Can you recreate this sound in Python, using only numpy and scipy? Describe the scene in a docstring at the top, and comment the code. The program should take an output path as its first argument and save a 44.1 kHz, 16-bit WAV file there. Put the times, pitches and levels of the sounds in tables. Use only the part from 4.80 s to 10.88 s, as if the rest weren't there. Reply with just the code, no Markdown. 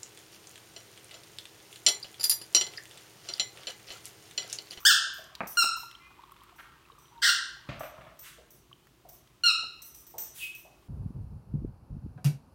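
"""A small dog yips four times in a hard-walled kitchen, each yip one push of effort that drives
harmonics and breath noise through its mouth. It whimpers faintly; its collar tags clash and ring.
Close by, a thin stream runs from a gulping, ticking kettle into a mug as splashes and bubbles.
Soft steps, scuffs and knocks on a rattling cabinet come from farther off.
Near the end a scuff catches in a stick-slip squeak."""
import sys
import numpy as np
from scipy import signal
from scipy.fft import rfft, irfft
from scipy.io import wavfile
from scipy.ndimage import uniform_filter1d

SR = 44100
rng = np.random.default_rng(int(sys.argv[2]) if len(sys.argv) > 2 else 0)


def persist_wave(psi):
    """Save psi, clipped to +-1, as 16-bit WAV."""
    counts = np.round(np.clip(psi, -1, 1) * 32767).astype(np.int16)
    wavfile.write(sys.argv[1], SR, np.atleast_2d(counts).T)


N = 268128
TIME = np.arange(N) / SR


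def from_db(db):
    return 10 ** (np.asarray(db) / 20)


def unit_rms(x):
    return x / np.sqrt(np.mean(x ** 2) + 1e-20)


def at_hz(points, hz):
    """Interpolate a table over log frequency."""
    freq_hz, value = np.transpose(points)
    return np.interp(np.log(np.maximum(hz, 1)), np.log(freq_hz), value)


def colour(x, spectrum, tilt_db_per_oct=0):
    """Filter by a spectrum tilted about 1 kHz; rms 1."""
    hz = np.fft.rfftfreq(len(x), 1 / SR)
    gain_db = at_hz(spectrum, hz) + tilt_db_per_oct * np.log2(np.maximum(hz, 100) / 1000)
    return unit_rms(irfft(rfft(x) * from_db(gain_db), len(x)))


def wobble(count, rate_hz):
    """Low-passed noise, up to 0.5 s; rms 1."""
    lowpass = signal.butter(2, rate_hz, fs=SR, output="sos")
    return unit_rms(signal.sosfilt(lowpass, rng.standard_normal(SR))[SR // 2:][:count])


def add(track, start_s, sound):
    at = round(start_s * SR)
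    track[at:at + len(sound)] += sound[:max(N - at, 0)]


def burst(spectrum, t60_s):
    """A struck body with crowded, quickly damped modes."""
    t = TIME[:SR // 3]
    return colour(rng.standard_normal(len(t)), spectrum) * from_db(-60 * t / t60_s)


def blows(rows, body):
    """Blows on one body; softer contact, lower top_hz."""
    out = np.zeros(N)
    for start_s, level_db, top_hz, t60_s in rows:
        contact = signal.butter(3, top_hz, fs=SR, output="sos")
        add(out, start_s, from_db(level_db) * signal.sosfilt(contact, burst(body, t60_s)))
    return out


def dying_run(start_s, level_db, top_hz, t60_s, gap_s, loss_db, count):
    """Rows of evenly spaced, weakening blows."""
    return [(start_s + k * gap_s, level_db - k * loss_db, top_hz, t60_s) for k in range(count)]


# Background spectrum: freq_hz, gain_db
AIR_SPECTRUM = [(30, -9.5), (53, 6.5), (90, -4.5), (130, 2.5), (200, -8), (300, -5.5), (363, -0.5),
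                (450, -12), (1070, -16), (1840, -19.5), (3160, -18.5), (4900, -22), (10400, -26),
                (15000, -26)]
def room_air(level_db=-62.5):
    """The room's steady hum and hiss."""
    return from_db(level_db) * colour(rng.standard_normal(N), AIR_SPECTRUM)


def bubble(pitch_hz, t60_cycles=40):
    """A bubble rings, rising in pitch as it nears the surface."""
    t = TIME[:SR // 10]
    envelope = from_db(-60 * t * pitch_hz / t60_cycles) * (1 - np.exp(-t * pitch_hz))
    return envelope * np.sin(2 * np.pi * pitch_hz * t * (1 + t))


# Flow of the stream: time_s, level_db
POUR_FLOW = [(0, -54.5), (.9, -60), (1.7, -57.5), (2.2, -61.5), (3.2, -59), (3.9, -75.5), (4.3, -71.5),
             (6.08, -69)]
# Mug resonance: freq_hz, gain_db
MUG_SPECTRUM = [(300, -39), (750, -18.5), (1100, 5), (1600, -7.5), (3000, -7), (6000, -21), (15000, -28)]
def pour(splashes_per_s=700, bubble_count=260, bubble_hz=1080):
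    """Tiny splashes and small bubbles in the mug, scaled by the flow."""
    sizes = from_db(1.5 * np.minimum(rng.exponential(1, N), 4)) * rng.choice([-1, 1], N)
    splashes = sizes * (rng.random(N) < splashes_per_s / SR)
    out = from_db(-4.5) * colour(splashes, MUG_SPECTRUM)
    starts_s = rng.uniform(0, TIME[-1], bubble_count)
    for start_s, spread in zip(starts_s, rng.normal(0, 0.19, bubble_count)):
        add(out, start_s, from_db(6) * bubble(bubble_hz * np.exp(spread)))
    return out * from_db(np.interp(TIME, *np.transpose(POUR_FLOW)))


# Tag contacts: start_s, level_db, tilt_db_per_oct
TAG_TOUCHES = [(0.0014, -41, 13), (0.3366, -41.5, 1), (0.6714, -31.5, 2), (0.9634, -39.5, 17),
               (1.7604, -53, -4), (2.1847, -54, -11.5), (2.9937, -41, -1), (3.3907, -37.5, 7),
               (3.705, -45.5, 4), (4.288, -41, 6), (5.0188, -37.5, -6.5), (5.1456, -39.5, 2),
               (5.2665, -41, 29), (5.3808, -25.5, 29), (5.748, -40, 14)]
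# Tag ring: freq_hz, gain_db, t60_s
TAG_MODES = [(5970, -17, 0.45), (5830, -16.5, 0.47), (6500, -22, .1), (8400, -9, 0.13), (8060, -17, .2),
             (9100, -20.5, .15), (11220, -6.5, .3), (13930, -5, .18), (14080, 0.5, .2), (14380, -3, 0.17),
             (14620, -8, .11), (14870, -10, .14)]
# Contact noise: freq_hz, gain_db
CLASH_SPECTRUM = [(2000, -11), (4500, -11), (6000, 5.5), (7200, -8), (8300, 0.5), (10000, -14.5),
                  (13000, -7), (15000, -0.5)]
def collar_tags(slide_s=0.001, main_hz=14100, detune=0.0071, rebound_s=0.011, rebound_db=-8):
    """Tags slide into contact, clash, ring and rebound; leaning on each other detunes them."""
    out, t = np.zeros(N), TIME[:SR // 3]
    hz, mode_db, t60_s = np.transpose(TAG_MODES)[:, :, None]
    contact = 1 - np.exp(-t / slide_s)
    for start_s, level_db, tilt_db_per_oct in TAG_TOUCHES:
        envelopes = from_db(mode_db + tilt_db_per_oct * np.log2(hz / main_hz) - 60 * t / t60_s)
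        for lag_s, drop_db in [(0, 0), (rebound_s * rng.uniform(0.61, 1.3), rebound_db)]:
            pressed_hz = hz * (1 + detune * rng.standard_normal(hz.shape))
            ring = from_db(-7) * (envelopes * np.sin(2 * np.pi * pressed_hz * t)).sum(0)
            clash = from_db(-3) * burst(CLASH_SPECTRUM, t60_s=0.08)
            add(out, start_s + lag_s, from_db(level_db + drop_db) * contact * (ring + clash))
    return out


# Weak bass of a small radiator: freq_hz, gain_db
BASS_ROLLOFF = [(300, -46), (750, -45), (1000, -17.5), (1200, -8.5)]
def cry(pitch_hz, level_db, roughness, spectrum, jitter_hz=420, fade_s=0.0022):
    """Filtered harmonics and air noise; roughness makes the cycles lurch and break into noise."""
    t = TIME[:len(pitch_hz)]
    pitch_hz = pitch_hz * (1 + 0.24 * roughness * np.tanh(wobble(len(t), jitter_hz) / 2))
    phase = 2 * np.pi * np.cumsum(pitch_hz) / SR
    slack_db = np.maximum.accumulate(level_db) - level_db   # upper harmonics fade first
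    harmonics = np.zeros(len(t))
    for k in range(1, 13):
        gain = (k * pitch_hz < SR * 0.45) * from_db(-0.28 * slack_db * np.log2(k))
        harmonics += gain * np.sin(k * phase + rng.uniform(0, 2 * np.pi))
    shimmer = 1 + 0.96 * roughness * wobble(len(t), jitter_hz)
    hiss = from_db(-28 + 26 * roughness) * rng.standard_normal(SR // 2)[:len(t)]
    voice = colour(unit_rms(harmonics) * shimmer + hiss, list(BASS_ROLLOFF) + list(spectrum))
    local_rms = np.sqrt(uniform_filter1d(voice ** 2, size=300) + 1e-9)
    fade = np.clip(np.minimum(t, t[-1] - t) / fade_s, 0, 1)
    return voice / local_rms * from_db(level_db) * fade


# Yips (hold 1 = even fall of effort, higher = later fall):
# start_s, length_s, attack_s, rise_s, full_effort_hz, end_hz, hold, level_db, sag_db, roughness
YIPS = [(0.0503, .07, 0.0017, .022, 1822, 1284, .78, -11, 10, .09),
        (0.77, .066, 0.0017, .03, 1381, 1259, 2.06, -18, 5.8, 0.023),
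        (2.417, .088, 0.014, .018, 1850, 1335, 1.0, -18, 1.87, 0.927),
        (4.635, 0.075, 0.0031, 0.0235, 1413, 1257, 1.15, -16, 8.1, 0.052)]
# Mouth resonances, one list per yip: freq_hz, gain_db
MOUTH_SPECTRA = [
    [(1400, -1.5), (1830, -4.5), (2100, -13), (2700, -4.5), (3500, -3), (3850, 1.5), (4400, -4), (5400, -2),
     (6500, -10), (8700, -10), (10300, -27.5), (15000, -16.5)],
    [(1400, -3), (1950, -16), (2800, -9), (3450, -10), (4200, -7.5), (5500, -6), (6300, -25), (7000, -17),
     (8400, -12), (10300, -32.5), (15000, -24.5)],
    [(1400, 0), (2030, 0.5), (2300, -20), (2750, -4.5), (4000, -0.5), (5900, -3), (6400, -15.5), (8300, -8),
     (10300, -28), (15000, -21.5)],
    [(1400, -12), (2800, -5), (4200, 0), (5600, -11.5), (6300, -31), (7000, -23), (8400, -21), (10300, -38),
     (15000, -36)],
]
def dog_yips(start_hz=1425.5, onset_db=-1.5, release_s=0.0029, rest_share=0.41):
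    """One push of effort per yip, quick up and slower down, steers pitch, level and roughness."""
    out = np.zeros(N)
    for (start_s, length_s, *shape), mouth in zip(YIPS, MOUTH_SPECTRA):
        attack_s, rise_s, full_effort_hz, end_hz, hold, level_db, sag_db, roughness = shape
        t = TIME[:int(length_s * SR)]
        rising = t < rise_s
        spent = np.clip((t - rise_s) / (length_s - rise_s), 0, 1)
        effort = np.where(rising, (t / rise_s) ** 0.8, 1 - spent ** hold)
        pitch_hz = effort * full_effort_hz + (1 - effort) * np.where(rising, start_hz, end_hz)
        envelope_db = level_db + (1 - effort) * np.where(rising, onset_db, -sag_db)
        rasp = roughness * (rest_share + (1 - rest_share) * effort)
        throat = np.clip(np.minimum(t / attack_s, (length_s - t) / release_s), 0, 1)
        add(out, start_s, throat * cry(pitch_hz, envelope_db, rasp, mouth))
    return out


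def droplets(count=40, until_s=3.4, centre_hz=3200):
    """Stray drops trap tiny, high bubbles."""
    out = np.zeros(N)
    starts_s = rng.uniform(0, until_s, count)
    levels_db = rng.normal(-51, 3, count)
    pitches_hz = centre_hz * 2 ** rng.normal(0, 0.18, count)
    for start_s, level_db, pitch_hz in zip(starts_s, levels_db, pitches_hz):
        add(out, start_s, from_db(level_db) * bubble(pitch_hz))
    return out


# Soft, hollow steps: start_s, level_db, centre_hz
STEPS = [(0.383, -44.5, 640), (3.58, -46, 582), (4.248, -44.5, 678), (5.339, -38, 717), (5.849, -45.5, 736)]
def steps(rise_s=0.0032):
    """A padded contact swells in one broad resonance."""
    out = np.zeros(N)
    for start_s, level_db, hz in STEPS:
        bump = burst([(hz / 2, -18), (hz, 0), (hz * 2, -35), (hz * 10, -54)], t60_s=0.11)
        swell = 1 - np.exp(-TIME[:len(bump)] / rise_s)
        add(out, start_s, from_db(level_db) * bump * swell)
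    return out


# Kettle ticks: start_s, level_db, centre_hz
KETTLE_TICKS = [(0.441, -45, 7450), (.552, -31.5, 4300), (1.113, -39.5, 3450), (1.518, -47, 12600),
                (1.635, -49, 12600), (4.07, -48, 1800), (4.474, -48.5, 3100)]
def kettle_ticks(gain_db=-6):
    """Each tick is one broad, quickly damped resonance."""
    out = np.zeros(N)
    for start_s, level_db, hz in KETTLE_TICKS:
        tick = burst([(hz / 4, -20), (hz, 0), (hz * 2, -20)], t60_s=0.028)
        add(out, start_s, from_db(level_db + gain_db) * tick)
    return out


# Gulps: start_s, level_db, top_hz, loss_db (per slosh)
KETTLE_GULPS = [(0.6061, -25.5, 2550, 8), (0.84, -33, 1330, 16), (4.831, -42, 740, 14)]
# Kettle body: freq_hz, gain_db
KETTLE_SPECTRUM = [(90, -34.5), (150, -1.5), (200, 3.5), (330, 0.5), (450, -3), (700, 6), (1100, 4),
                   (1900, -2.5), (2550, -1), (3100, -26), (8000, -37.5)]
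def kettle_gulps():
    """Air enters the kettle and the water slaps its wall."""
    sloshes = []
    for start_s, level_db, top_hz, loss_db in KETTLE_GULPS:
        sloshes += dying_run(start_s, level_db, top_hz, t60_s=0.074, gap_s=0.027, loss_db=loss_db, count=4)
    return blows(sloshes, KETTLE_SPECTRUM)


# Prominent bubbles: start_s, level_db, pitch_hz
MUG_PLIPS = [(0.971, -39, 995), (1.032, -39, 930), (1.392, -42.5, 947), (1.436, -41.5, 1070),
             (1.52, -44.5, 1070), (1.617, -44, 1054), (2.1, -43, 1090), (2.181, -46.5, 1160),
             (3.914, -48.5, 1113), (1.1518, -36.5, 3130), (3.929, -39, 3050), (2.119, -56.5, 439)]
def plips(gain_db=3):
    """Single bubbles ring out above the trickle."""
    out = np.zeros(N)
    for start_s, level_db, pitch_hz in MUG_PLIPS:
        add(out, start_s, from_db(level_db + gain_db) * bubble(pitch_hz))
    return out


# Whimpers: start_s, length_s, start_hz, end_hz, level_db
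DOG_WHIMPERS = [(1.185, 0.11, 2050, 2064, -58.5), (1.197, 0.1, 2347, 2510, -54.5),
                (2.308, 0.11, 975, 895, -51.5)]
def dog_whimpers():
    """Faint, gliding pure tones."""
    out = np.zeros(N)
    for start_s, length_s, start_hz, end_hz, level_db in DOG_WHIMPERS:
        pitch_hz = np.linspace(start_hz, end_hz, int(length_s * SR))
        tone = np.sin(2 * np.pi * np.cumsum(pitch_hz) / SR)
        add(out, start_s, from_db(level_db) * tone * signal.windows.tukey(len(tone)))
    return out


# Floor scuffs: start_s, length_s, level_db, tilt_db_per_oct
FLOOR_SCUFFS = [(1.779, 0.041, -44, -4), (3.415, 0.11, -48, 6), (5.52, .17, -42.5, 12)]
# Friction noise: freq_hz, gain_db
SCUFF_SPECTRUM = [(500, -12), (1400, 18), (3000, 9.5), (5500, -3), (9000, -6), (12500, -13), (16000, -18)]
def scuffs():
    """Soft swells of friction on the floor."""
    out = np.zeros(N)
    for start_s, length_s, level_db, tilt_db_per_oct in FLOOR_SCUFFS:
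        swell = signal.windows.tukey(int(length_s * SR), 0.8)
        friction = colour(rng.standard_normal(SR // 2), SCUFF_SPECTRUM, tilt_db_per_oct)
        add(out, start_s, from_db(level_db) * swell * friction[:len(swell)])
    return out


# Knocks: start_s, level_db, top_hz, t60_s, rattle_db, thump_db
CABINET_KNOCKS = [(2.889, -30, 3000, 0.29, -38.5, -34), (3.006, -23.5, 1420, 0.12, -32, -63),
                  (3.182, -30, 1280, 0.057, -41, -46.5), (3.268, -37.5, 1800, 0.12, -47.5, -50.5)]
# Cabinet body: freq_hz, gain_db
CABINET_SPECTRUM = [(50, -4.5), (145, -39), (240, -28), (440, -24), (590, 3), (730, -3.5), (880, -16.5),
                    (1200, -6.5), (1600, -10.5), (2400, -10), (4000, -11), (9000, -11.5)]
# Floorboards: freq_hz, gain_db
FLOOR_SPECTRUM = [(25, -23), (55, -5), (85, -17), (135, 5), (215, -14), (500, -12), (3000, -65)]
def cabinet_knocks(gap_s=0.027):
    """Each knock sets the door chattering and thumps the floor."""
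    door, floor = [], []
    for start_s, level_db, top_hz, t60_s, rattle_db, thump_db in CABINET_KNOCKS:
        door.append((start_s, level_db, top_hz, t60_s))
        door += dying_run(start_s + gap_s, rattle_db, top_hz=2407, t60_s=0.18,
                          gap_s=gap_s, loss_db=9.5, count=3)
        floor.append((start_s, thump_db, 400, 0.16))   # top_hz, t60_s
    return blows(door, CABINET_SPECTRUM) + blows(floor, FLOOR_SPECTRUM)


# Squeak resonance: freq_hz, gain_db
SQUEAK_SPECTRUM = [(1400, -20), (2600, 5.5), (3600, 13), (5300, -23), (15000, -38)]
def squeak(start_s=5.581, length_s=0.305, catch_hz=3200, settled_hz=2560, settle_s=0.024,
           rise_s=0.054, fall_db_per_s=132):
    """The last scuff catches; its rasp settles into a thin stick-slip tone."""
    out, t = np.zeros(N), TIME[:int(length_s * SR)]
    pitch_hz = settled_hz + (catch_hz - settled_hz) * np.exp(-(t / settle_s) ** 2)
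    slipping = np.maximum(1 - t / rise_s, 0)
    level_db = -35 - 21 * slipping - fall_db_per_s * np.maximum(t - rise_s, 0)
    roughness = 0.28 + 0.78 * slipping
    add(out, start_s, cry(pitch_hz, level_db, roughness, SQUEAK_SPECTRUM))
    return out


# Floor and cupboard reflections: delay_s, gain_db
EARLY_ECHOES = [(.0043, -7), (.0091, -6), (0.014, -5.5)]
def with_echoes(x):
    """Early echoes beat against a gliding pitch, so harmonics swell and dip."""
    out = x.copy()
    for delay_s, gain_db in EARLY_ECHOES:
        add(out, delay_s, from_db(gain_db) * x)
    return out


# Kitchen reverberation: freq_hz, t60_s
ROOM_DECAY = [(150, .4), (1000, 0.59), (2600, 0.58), (7000, 0.48), (15000, 0.16)]
def room_response(build_s=0.016):
    """Dense reflections build up, then die soonest in the high treble; energy 1."""
    t, hz, edges_hz = TIME[:SR], np.arange(SR // 2 + 1), np.geomspace(40, 20000, 19)
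    white, tail = rfft(rng.standard_normal(SR)), np.zeros(SR)
    for low_hz, high_hz in zip(edges_hz, edges_hz[1:]):
        band = irfft(white * ((hz >= low_hz) & (hz < high_hz)), SR)
        tail += band * from_db(-60 * t / at_hz(ROOM_DECAY, np.sqrt(low_hz * high_hz)))
    swell = 1 - np.exp(-(t / build_s) ** 2)
    spectrum = rfft(tail * swell)
    # a diffuse room favours no pitch
    spectrum /= np.sqrt(uniform_filter1d(np.abs(spectrum) ** 2, size=60) + 1e-6)
    tail = (irfft(spectrum, SR) * swell)[:SR * 3 // 4]
    return tail / np.sqrt(np.sum(tail ** 2))


def scene():
    """Dog, knocks and steps across the room; kettle, mug and squeak close and nearly dry."""
    room = room_response()

    def reverb(x, wet_db):
        return from_db(wet_db) * signal.fftconvolve(x, room)[:N]

    def placed(x, gain_db, wet_db):
        return from_db(gain_db) * (x + reverb(x, wet_db))

    voice = dog_yips() + dog_whimpers()
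    dog = from_db(-4.5) * with_echoes(voice) + reverb(voice, wet_db=-5.5)
    collar = placed(collar_tags(), gain_db=-4, wet_db=0)
    knocks = placed(cabinet_knocks(), gain_db=-2, wet_db=-5)
    feet = placed(scuffs() + steps(), gain_db=-2, wet_db=-3)
    pouring = pour() + plips() + kettle_ticks() + droplets() + kettle_gulps()
    near = placed(pouring + squeak(), gain_db=0, wet_db=-13)
    return (dog + collar + knocks + feet + near + room_air())[None]


def record(dry):
    """42 Hz high-pass, soft clip, 15.9 kHz low-pass."""
    highpass = signal.butter(4, 42, "high", fs=SR, output="sos")
    lowpass = signal.ellip(10, 0.2, 80, 15900, fs=SR, output="sos")
    rounded = 0.9 * np.tanh(signal.sosfilt(highpass, dry) / 0.9)
    return signal.sosfilt(lowpass, rounded)


dry = scene()
out = record(dry)
persist_wave(out)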